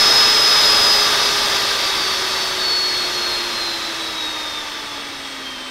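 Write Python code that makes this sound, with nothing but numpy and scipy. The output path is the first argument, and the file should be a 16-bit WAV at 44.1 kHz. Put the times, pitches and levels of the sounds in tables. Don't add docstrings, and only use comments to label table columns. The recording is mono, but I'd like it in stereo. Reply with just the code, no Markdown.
import sys
import numpy as np
from scipy import signal
from scipy.fft import rfft, irfft, next_fast_len
from scipy.io import wavfile
from scipy.ndimage import uniform_filter1d, map_coordinates

SR = 44100
rng = np.random.default_rng(int(sys.argv[2]) if len(sys.argv) > 2 else 0)


def file_out(sig):
    cols = np.atleast_2d(sig).T
    lim = np.clip(cols, -1, 1)
    pcm = np.round(lim * 32767).astype(np.int16)
    wavfile.write(sys.argv[1], SR, pcm)


def volts_from_decibels(level):
    exponent = np.asarray(level, float) / 20
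    return 10 ** exponent


N = 251370
FULL_HZ = 427


def unit(x):
    return x / np.sqrt(np.mean(x ** 2) + 1e-20)


def along(points, hz):
    point_hz, value = np.transpose(points)
    return np.interp(np.log(hz + 1), np.log(point_hz + 1), value)


def wobble(rate):
    knots = rng.standard_normal(int(N * rate / SR) + 4)
    return map_coordinates(knots, [np.arange(N) * rate / SR])


def slowing_db(speed):
    return 20 * np.log10(speed / FULL_HZ)


# time in seconds, speed in turns per second.
SHAFT_SPEED = [(0, 427.2), (0.3, 425.87), (0.7, 421.13), (1.1, 413.8), (1.5, 403.3), (1.9, 389.83),
               (2.2, 381.41), (2.6, 371.06), (2.9, 363.47), (3.2, 358.3), (3.5, 350.32), (3.8, 337.66),
               (4.1, 323.3), (4.4, 308.54), (4.8, 292.3), (5.3, 272.67), (5.7, 256.03)]


def shaft_speed():
    seconds, turns_per_second = np.transpose(SHAFT_SPEED)
    course = np.interp(np.arange(N) / SR, seconds, turns_per_second)
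    return uniform_filter1d(course, size=13230, mode="nearest")


# centre in Hz, half width in Hz, gain at the centre in dB.
PATH_GAINS = [(297, 14, -7), (393, 4, -8), (793, 50, -28), (858, 28, 14), (938, 12, 7), (1095, 40, -28),
              (1205, 42, 7), (1343, 90, -28), (1479, 43, -11), (1641, 25, -20), (3188, 7, 6),
              (3231, 20, -10), (3349, 97, -18), (3487, 20, -28), (3578, 96, -14), (3614, 14, 9),
              (3791, 24, 4), (3857, 27, -12), (3964, 47, -15), (4050, 22, -11), (4196, 44, -9),
              (4320, 18, -15), (4435, 28, 13), (4465, 102, -24), (4567, 67, -16), (4665, 22, -28),
              (4733, 33, -16), (4788, 50, -11), (4844, 11, -10), (4895, 75, -20), (4915, 11, 9),
              (4939, 23, -28), (4962, 10, -7), (5016, 22, 4), (5030, 10, -4), (6466, 67, 9),
              (10057, 61, 10), (15149, 67, 15)]


def path_db(hz):
    total_db = 0
    for centre, half_width, db in PATH_GAINS:
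        offset = ((hz - centre) / half_width) ** 2
        total_db = total_db + 10 * np.log10((offset + volts_from_decibels(2 * db)) / (offset + 1))
    return total_db


def tone(turns, order, db, flutter_db):
    level = np.sqrt(2) * volts_from_decibels(db + flutter_db * wobble(30))
    return level * np.sin(2 * np.pi * (order * turns + rng.random()))


ORDERS = (1, 3, 4, 12, 24, 36)
# level at full speed in dB, loss in dB per dB of speed, flutter scale in dB.
ORDER_LEVELS = [(-35.3, 1.6, .4), (-38.5, 5, .4), (-36.5, 3.3, .4), (-15.4, 4.9, .6), (-61, 3.1, 5.5),
                (-72, 4.6, 5.5)]
# centre in Hz, half width in Hz.
SMALL_RESONANCE = (1900, 100)


def rotor(speed):
    turns = np.cumsum(speed) / SR
    sound = np.zeros(N)
    for order, (full_db, loss, flutter_db) in zip(ORDERS, ORDER_LEVELS):
        db = full_db + loss * slowing_db(speed) + path_db(order * speed)
        sound += tone(turns, order, db, flutter_db)
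    centre, half_width = SMALL_RESONANCE
    crossing_db = -46 - 6 * ((7 * speed - centre) / half_width) ** 2
    return sound + tone(turns, order=7, db=crossing_db, flutter_db=2.0)


# centre in Hz, full width at half the dB in Hz, gain in dB.
BODY_PEAKS = [(191, 40, -3.5), (222, 24, 2.5), (336, 59, 3), (496, 25, -6), (542, 30, 3), (747, 43, -6.5),
              (884, 220, 2), (1103, 59, -7.5), (1191, 146, 5.5), (1580, 42, 2.5), (2415, 107, -7),
              (2953, 330, -3), (3397, 390, 5.5), (3790, 290, 7), (3970, 110, -2.5), (4330, 260, 5.5),
              (4925, 170, -4.5), (5120, 300, 4), (5470, 270, 1), (6660, 440, -3.5), (7840, 500, -3),
              (8492, 826, 0), (9020, 260, 4.5), (9300, 273, -3.5), (9960, 420, -5), (11605, 1000, 1.5),
              (13400, 1100, -4), (15320, 2202, 1)]


def rush(spectrum, patchy_db):
    z = signal.stft(rng.standard_normal(N), nperseg=512)[2]
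    patches = uniform_filter1d(rng.standard_normal(z.shape), 6, 0)
    patches = unit(uniform_filter1d(patches, 14, 1))
    air = signal.istft(z * volts_from_decibels(patchy_db * patches), nperseg=512)[1][:N]
    m = next_fast_len(N + 8192)
    hz = np.fft.rfftfreq(m, 1 / SR)
    body_db = sum(db * .5 ** ((2 * (hz - c) / w) ** 2) for c, w, db in BODY_PEAKS)
    return unit(irfft(rfft(air, m) * volts_from_decibels(along(spectrum, hz) + body_db), m)[:N])


# frequency in Hz, relative density in dB per Hz.
FAN_SPECTRUM = [(20, -12), (60, -14), (180, -13), (300, -10.5), (600, -4), (1200, -2), (2400, -4.5),
                (3600, -3.5), (5000, -1.5), (6200, -6.5), (7000, -12), (9000, -17), (12000, -19.5),
                (16000, -29.5)]
# level at full speed in dB, loss in dB per dB of speed.
FAN_LEVELS = [(-19.5, 4), (-17, 11)]


def fan(speed):
    parts = [volts_from_decibels(db + loss * slowing_db(speed)) for db, loss in FAN_LEVELS]
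    level = np.hypot(*parts) * volts_from_decibels(0.28 * wobble(3.38))
    return level * rush(FAN_SPECTRUM, patchy_db=0.52)


# frequency in Hz, relative density in dB per Hz.
BRUSH_SPECTRUM = [(20, -11), (150, -9.5), (400, -1.5), (1200, -2), (2600, 1), (3600, -6.5), (6000, -12),
                  (9100, -27), (16000, -34)]


def brushes(speed):
    return volts_from_decibels(-25.5 + 1.86 * slowing_db(speed)) * rush(BRUSH_SPECTRUM, patchy_db=0.3)


# frequency in Hz, relative density in dB per Hz.
FIZZ_SPECTRUM = [(7000, -38), (8050, -3), (8450, -3), (8800, -11), (10000, -40)]


def fizz(speed):
    level_db = -50.5 + 0.38 * slowing_db(speed) + 0.6 * wobble(3)
    return volts_from_decibels(level_db) * rush(FIZZ_SPECTRUM, patchy_db=3.5)


# frequency in Hz, time to fall by 60 dB in seconds.
GARAGE_DECAY = [(200, 0.35), (2000, 0.28), (10000, 0.35)]


def garage(x):
    hz, t, z = signal.stft(rng.standard_normal(SR // 2), SR, nperseg=256)
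    decay = volts_from_decibels(-60 * t / along(GARAGE_DECAY, hz)[:, None])
    tail = signal.istft(z * decay, SR, nperseg=256)[1]
    delay, sign = rng.random((2, 12))
    early = np.zeros(len(tail))
    early[((.002 + .007 * delay) * SR).astype(int)] = volts_from_decibels(-19 - 4 * delay) * np.sign(sign - .5)
    early = signal.sosfilt(signal.butter(2, 4500, "high", fs=SR, output="sos"), early)
    response = early + volts_from_decibels(-15) * tail / np.linalg.norm(tail)
    return signal.fftconvolve(x, response)[:N]


def windings_hum(speed):
    hum_hz = 240
    level_db = -51 + 2.1 * slowing_db(speed) + 1.2 * wobble(3.4)
    return np.sqrt(2) * volts_from_decibels(level_db) * np.sin(2 * np.pi * hum_hz * np.arange(N) / SR)


# frequency in Hz, relative density in dB per Hz.
RUMBLE_SPECTRUM = [(15, -20), (50, 4), (90, -6), (170, -11), (400, -44)]


def rumble(speed):
    level_db = -54.5 + 0.54 * slowing_db(speed) + 1.2 * wobble(2.45)
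    return volts_from_decibels(level_db) * rush(RUMBLE_SPECTRUM, patchy_db=1.5)


def scene():
    speed = shaft_speed()
    tones = rotor(speed)
    air = fan(speed) + brushes(speed) + fizz(speed)
    mix = tones + air + garage(air) + windings_hum(speed) + rumble(speed)
    return np.tile(mix, (2, 1))


def low_pass(x):
    return signal.sosfilt(signal.butter(12, 16090, fs=SR, output="sos"), x)


def record(dry):
    ceiling, top_hz = 0.85, 15750
    rounded = dry / (1 + np.abs(dry / ceiling) ** 4) ** (1 / 4)
    m = next_fast_len(N + 8192)
    passed = np.fft.rfftfreq(m, 1 / SR) < top_hz
    kept = irfft(rfft(rounded, m) * passed, m)[:, :N]
    return low_pass(kept)


dry = scene()
out = record(dry)
file_out(out)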